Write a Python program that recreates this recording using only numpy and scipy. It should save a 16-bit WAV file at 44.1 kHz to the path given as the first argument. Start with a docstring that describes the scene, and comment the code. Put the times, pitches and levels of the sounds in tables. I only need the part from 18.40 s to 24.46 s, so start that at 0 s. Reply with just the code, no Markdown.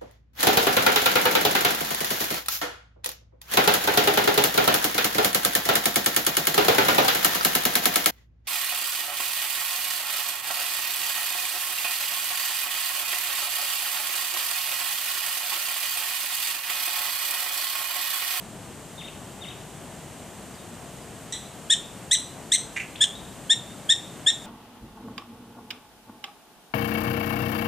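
"""Prairie dog barking in an earthen enclosure

A prairie dog barks close by: short, shrill yips, each one a set of harmonics whose pitch arches up and back.
The yips echo off banks and ring between walls; the first is heard only as its ring, cutting in abruptly.
Farther off, bird chirps and one faint far-off yip are whistled glides; a double rasp of noise falls between
two barks. Shaped noise gives a steady outdoor rumble and a faint hiss; a limiter ducks the loud peaks."""
import sys
import numpy as np
from scipy import signal
from scipy.fft import rfft, irfft
from scipy.io import wavfile

SR = 44100
rng = np.random.default_rng(int(sys.argv[2]) if len(sys.argv) > 2 else 0)


def generate_wav(signal):
    """Clip the signal to [-1, 1] and save it as 16-bit WAV at the path in sys.argv[1]."""
    frames = np.transpose(np.atleast_2d(signal))
    scaled = np.clip(frames, -1, 1) * 32767
    pcm = np.round(scaled).astype(np.int16)
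    wavfile.write(sys.argv[1], SR, pcm)


N = 267246
TIME = np.arange(N) / SR   # seconds
FREQS = np.maximum(np.arange(N // 2 + 1) * SR / N, 1)   # Hz, kept above zero for the log axis
WALLS_T60_S = 0.65   # time for the ring between the walls to fall by 60 dB
ECHO_WIDTH = 0.19   # left-right spread of the scattered echoes, 0-1


def from_db(db):
    """Decibels to gain."""
    return 10 ** (np.asarray(db) / 20)


def rms_one(x):
    """Scale to unit power."""
    return x / np.sqrt(np.mean(x ** 2) + 1e-20)


def between(start, end, share):
    """The value a share of the way from start to end."""
    return start + (end - start) * np.clip(share, 0, 1)


def at_hz(points, hz):
    """Read a table on a log-frequency axis."""
    where, value = np.transpose(points)
    return np.interp(np.log(hz), np.log(where), value)


def filtered(x, spectrum):
    """Pass a sound through a response given as (Hz, dB) points."""
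    return irfft(rfft(x) * from_db(at_hz(spectrum, FREQS)), N)


def coloured(spectrum):
    """Noise with the given spectrum, rms 1."""
    return rms_one(filtered(rng.standard_normal(N), spectrum))


def flutter(rate_hz):
    """Random wavering up to about the given rate, spread 1."""
    lowpass = signal.butter(2, rate_hz, fs=SR, output="sos")
    return rms_one(signal.sosfilt(lowpass, rng.standard_normal(N)))


def swell(t, length, attack, release):
    """Smooth opening and closing of one sound, each a quarter of a sine wave."""
    opening = np.sin(np.pi / 2 * np.clip(t / attack, 0, 1))
    closing = np.sin(np.pi / 2 * np.clip((length - t) / release, 0, 1))
    return opening * closing


def pan(x, lean_db):
    """Place a sound between left and right; lean_db is left minus right."""
    return x * from_db(np.array([[lean_db], [-lean_db]]) / 2)


def enclosure(x, early_db, early_t60, late_db, late_t60, width):
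    """Scatter from rough earth dies quickly; a ring between the walls lasts longer."""
    t = TIME[:SR]
    scatter = from_db(early_db - 60 * t / early_t60) / np.sqrt(early_t60)
    wall_ring = from_db(late_db - 60 * t / late_t60) / np.sqrt(late_t60)
    build_up = np.clip(t / 0.0019, 0, 1)
    unit_energy = np.sqrt(2 * np.log(1000) / SR)   # makes the dB settings echo energy, whatever the T60
    paths = rng.standard_normal((2, SR)) * (scatter + wall_ring) * build_up * unit_energy
    mid, side = signal.fftconvolve(x[None], paths, axes=1)[:, :N]
    return np.array([mid + width * side, mid - width * side])


# How alike left and right are in the steady noise. Each row: frequency in Hz, likeness from 0 to 1.
LEFT_RIGHT_LIKENESS = [(60, 0.87), (150, 0.95), (380, 0.93), (940, 0.92), (2360, 0.96), (5920, 0.55),
                       (14800, 0.8)]
# Which side the steady noise leans to. Each row: frequency in Hz, left minus right in dB.
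LEFT_RIGHT_LEAN = [(50, 4), (150, 2), (350, 4), (750, 4), (2400, 1.0), (6000, -2), (14000, -1.5)]


def steady(spectrum, level_db):
    """Even noise from all around, shared in part by the two close microphones."""
    alike = np.clip(at_hz(LEFT_RIGHT_LIKENESS, FREQS), 0, 0.999)
    mid, side = rfft(coloured(spectrum)), rfft(coloured(spectrum))
    sign = np.array([[1], [-1]])   # left, right
    both = np.sqrt(1 + alike) * mid + sign * np.sqrt(1 - alike) * side
    both *= from_db(sign * at_hz(LEFT_RIGHT_LEAN, FREQS) / 2)
    return from_db(level_db) * rms_one(irfft(both, N))


# Colour of the distant rumble. Each row: frequency in Hz, relative level per Hz in dB.
RUMBLE_COLOUR = [(15, -62), (25, -34), (34, -60), (44, -9), (91, -6), (131, -1), (200, -2), (273, -5.5),
                 (441, -9), (525, -10.5), (674, -8.5), (1430, -19), (2500, -23), (3250, -32.5),
                 (5500, -120)]


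def outdoor_rumble():
    """Low, distant noise whose level wavers very slightly."""
    return steady(RUMBLE_COLOUR, level_db=-42.5) * from_db(0.5 * flutter(8.3))


# Colour of the faint hiss. Each row: frequency in Hz, relative level per Hz in dB.
HISS_COLOUR = [(1800, 2), (2300, -2), (2900, 4.5), (3800, 1), (5200, -2.5), (6400, 1.5), (7700, 5),
               (8800, 3.5), (10000, -3), (12000, -6.5), (14500, -8)]


def hiss():
    """Unvarying high noise."""
    return steady(HISS_COLOUR, level_db=-47.5)


# One bird call of three notes, down, up, down. Each row: start within the call in seconds,
# length in seconds, first, middle and last pitch in Hz, level in dB before echo and quiver.
CALL_NOTES = [(0, .054, 3533, 3444, 1810, -40), (0.062, .027, 3395, 3660, 3700, -43),
              (0.095, .022, 3630, 3070, 2400, -40.5)]
# When the call is sung. Each row: start in seconds, stretch of its timing as a factor.
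CALL_TIMES = [(.573, 0.98), (1.008, .94)]
# Lone distant notes: bird chirps and, at 4.749 s, a faint far-off yip, perhaps another prairie dog.
# Each row: start in seconds, length in seconds, middle pitch in Hz,
# glide from first to last pitch in octaves, level in dB before echo and quiver.
LONE_NOTES = [(2.132, .027, 4850, -.25, -55), (2.185, .021, 3640, -0.081, -53),
              (2.612, .024, 4800, -.25, -57), (4.554, 0.00754, 2750, 1, -35),
              (4.749, 0.025, 3770, -0.0018, -43.5)]


def distant_notes():
    """Bird calls and lone notes in one list: start s, length s, first Hz, middle Hz, last Hz, level dB."""
    notes = []
    for call_start, stretch in CALL_TIMES:
        for offset, length, *tone in CALL_NOTES:
            notes.append((call_start + stretch * offset, stretch * length, *tone))
    for start, length, middle_hz, glide, level_db in LONE_NOTES:
        half_glide = 2 ** (glide / 2)
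        notes.append((start, length, middle_hz / half_glide, middle_hz, middle_hz * half_glide, level_db))
    return notes


def birds_and_far_yip():
    """Whistled glides from some way off, heard largely as echo; a note weakens as its pitch drops."""
    out, waver, quiver = np.zeros(N), flutter(380), flutter(110)
    for start, length, first_hz, middle_hz, last_hz, level_db in distant_notes():
        now = (TIME >= start) & (TIME < start + length)
        progress = (TIME[now] - start) / length   # 0-1 through the note
        curve = np.polyfit([0, 0.5, 1], [first_hz, middle_hz, last_hz], 2)
        pitch = np.polyval(curve, progress) * (1 + 0.014 * waver[now])
        strength = from_db(level_db + 2.2 * quiver[now]) * pitch / pitch.max()
        whistle = np.sin(2 * np.pi * np.cumsum(pitch) / SR)
        out[now] += strength * swell(progress, 1, attack=0.33, release=0.049) * whistle
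    ring = enclosure(out, early_db=-10, early_t60=0.25, late_db=-2, late_t60=WALLS_T60_S, width=ECHO_WIDTH)
    return pan(out + ring, lean_db=4.0)


# The barks. Each row: start in seconds, length in seconds, top pitch in Hz,
# level in dB before the throat filter, harshness from 0 to 1.
BARK_LIST = [ (2.863, 0.044, 1998, -9.5, 0.86), (3.298, 0.045, 1859, -10, 0.83),
             (3.71, .047, 2014, -9.5, .9), (4.117, .046, 2090, -9, 0.9), (4.605, 0.042, 1790, -11, 0.73),
             (5.095, 0.043, 1843, -9.5, .2), (5.49, .043, 1861, -8.5, 0.26), (5.862, .045, 1851, -8, 0.05)]
# Resonances of throat and mouth. Each row: frequency in Hz, gain in dB.
THROAT_RESONANCES = [(1100, -79), (1700, -20.5), (2600, -8), (3300, -4.5), (3700, -4), (4100, -5.5),
                     (4700, -35), (5400, -20.5), (6100, -7.5), (6500, -16.5), (7250, -9.5), (8250, -6.5),
                     (9600, -28.5), (10300, -25), (11000, -44), (12200, -33), (13500, -104)]


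def yips(rasp_db=-8, slack_db=7.5):
    """Vocal folds tighten and slacken once per bark; their harmonics sweep the throat resonances."""
    first_hz = 1570   # every bark arches up from here
    easy_hz, tighten_db = 1869, 26   # slope gained per octave of top pitch: tighter folds are brighter
    jitter, shimmer, break_up = 0.035, 0.7, 0.7   # pitch and level roughness; grit reached at the end
    out, wobble, tremble = np.zeros(N), flutter(900), flutter(280)
    highpass = signal.butter(3, 5500, "high", fs=SR, output="sos")
    turbulence = rms_one(signal.sosfilt(highpass, rng.standard_normal(N)))
    for start, length, top_hz, level_db, harsh in BARK_LIST:
        # each setting runs from a gentle bark to a harsh one
        attack_s, crest_s = between(0.016, 0.01, harsh), between(0.031, 0.023, harsh)
        last_hz, rough = between(1563, 1378, harsh), between(0.22, 0.48, harsh)
        bright_db = between(-2.5, 1.9, harsh) + tighten_db * np.log2(top_hz / easy_hz)   # per octave

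        now = (TIME >= start) & (TIME < start + length)
        t = TIME[now] - start
        rising = np.clip(1 - t / crest_s, 0, 1)   # 1 at the start, 0 at the crest
        falling = np.clip((t - crest_s) / (length - crest_s), 0, 1)   # 0 at the crest, 1 at the end
        pitch = top_hz - (top_hz - first_hz) * rising ** 2 - (top_hz - last_hz) * falling ** 3
        strain = 1 - rising ** 2
        grit = between(rough * strain, break_up, falling)   # starts clean, roughens, breaks up at the end
        tilt_db = bright_db - slack_db * (rising ** 3 + falling ** 3)   # slack folds: weaker overtones

        phase = 2 * np.pi * np.cumsum(pitch * (1 + jitter * grit * wobble[now])) / SR
        voice = np.zeros(len(t))
        for k, offset in enumerate(rng.uniform(0, 2 * np.pi, size=7), 1):
            overtone_gain = from_db(tilt_db * np.log2(max(k / 2, 1)))   # slope starts at the second harmonic
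            voice += overtone_gain * np.sin(k * phase + offset)
        voice *= np.sqrt(2) * (1 + shimmer * grit * tremble[now])
        puffs = 1 + np.cos(phase)   # one puff of air per opening of the folds
        breath = from_db(rasp_db + tilt_db) * strain * turbulence[now] * puffs
        envelope = swell(t, length, attack_s, release=0.0066)
        out[now] += from_db(level_db) * envelope * (voice + 2 * breath)
    return filtered(out, THROAT_RESONANCES)


# Single echoes from nearby ground and banks. Each row: delay in seconds, level in dB, left minus right in dB.
BANK_ECHOES = [(.0011, -22.5, 25), (.0071, -11, 1), (0.0132, -14, -3)]


def prairie_dog():
    """The barks, their single echoes from the banks and the ring of the enclosure."""
    heard_from_s = 2.924   # the barking cuts in abruptly, on the ring of the first yip
    dry = yips()
    near = dry
    for delay, level_db, lean_db in BANK_ECHOES:
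        echo = from_db(level_db) * np.interp(TIME - delay, TIME, dry)
        near = near + pan(echo, lean_db)
    ring = enclosure(dry, early_db=-13.5, early_t60=0.22,
                     late_db=-24.5, late_t60=WALLS_T60_S, width=ECHO_WIDTH)
    return pan(near + ring, lean_db=0.2) * (TIME >= heard_from_s)


# The two dry rasps. Each row: start in seconds, length in seconds, level in dB before echo.
RASP_LIST = [(4.36, 0.028, -28), (4.395, 0.029, -34)]
# Colour of the rasps. Each row: frequency in Hz, relative level per Hz in dB.
RASP_SPECTRUM = [(1000, -39), (1500, -12), (1900, 1.5), (2700, 2.5), (3300, -17), (5000, -26), (7000, -14),
                 (12000, -38)]


def rasps():
    """A brief hoarse double rasp between two barks: coloured noise with a rapidly wavering level."""
    shape = np.zeros(N)
    for start, length, level_db in RASP_LIST:
        shape += from_db(level_db) * swell(TIME - start, length, attack=0.0077, release=0.015)
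    grain = from_db(4.5 * flutter(250))
    dry = shape * rms_one(coloured(RASP_SPECTRUM) * grain)
    ring = enclosure(dry, early_db=-7.5, early_t60=0.2, late_db=-11, late_t60=WALLS_T60_S, width=ECHO_WIDTH)
    return pan(dry + ring, lean_db=-2.5)


def scene():
    """The animal in front; birds, a far-off yip and outdoor noise behind."""
    return outdoor_rumble() + hiss() + birds_and_far_yip() + prairie_dog() + rasps()


def limiter(x, threshold_db, release_db_per_s, attack_s):
    """Gain drops almost at once on a peak in either channel, then recovers at a steady rate in dB."""
    peak_db = 20 * np.log10(np.abs(x).max(axis=0) + 1e-9)
    over = np.maximum(peak_db - threshold_db, 0)
    recovery = release_db_per_s * TIME
    held = np.maximum.accumulate(over + recovery) - recovery
    pole = np.exp(-1 / (attack_s * SR))
    reduction_db = signal.lfilter([1 - pole], [1, -pole], held)
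    return x * from_db(-reduction_db)


def record(dry):
    """The recorder limits the loud peaks and steeply cuts the top of the spectrum."""
    cutoff_hz = 14650
    limited = limiter(dry, threshold_db=-7.5, release_db_per_s=274, attack_s=0.0001)
    top_cut = signal.ellip(12, 0.1, 80, cutoff_hz, fs=SR, output="sos")
    return signal.sosfilt(top_cut, limited)


dry = scene()
out = record(dry)
generate_wav(out)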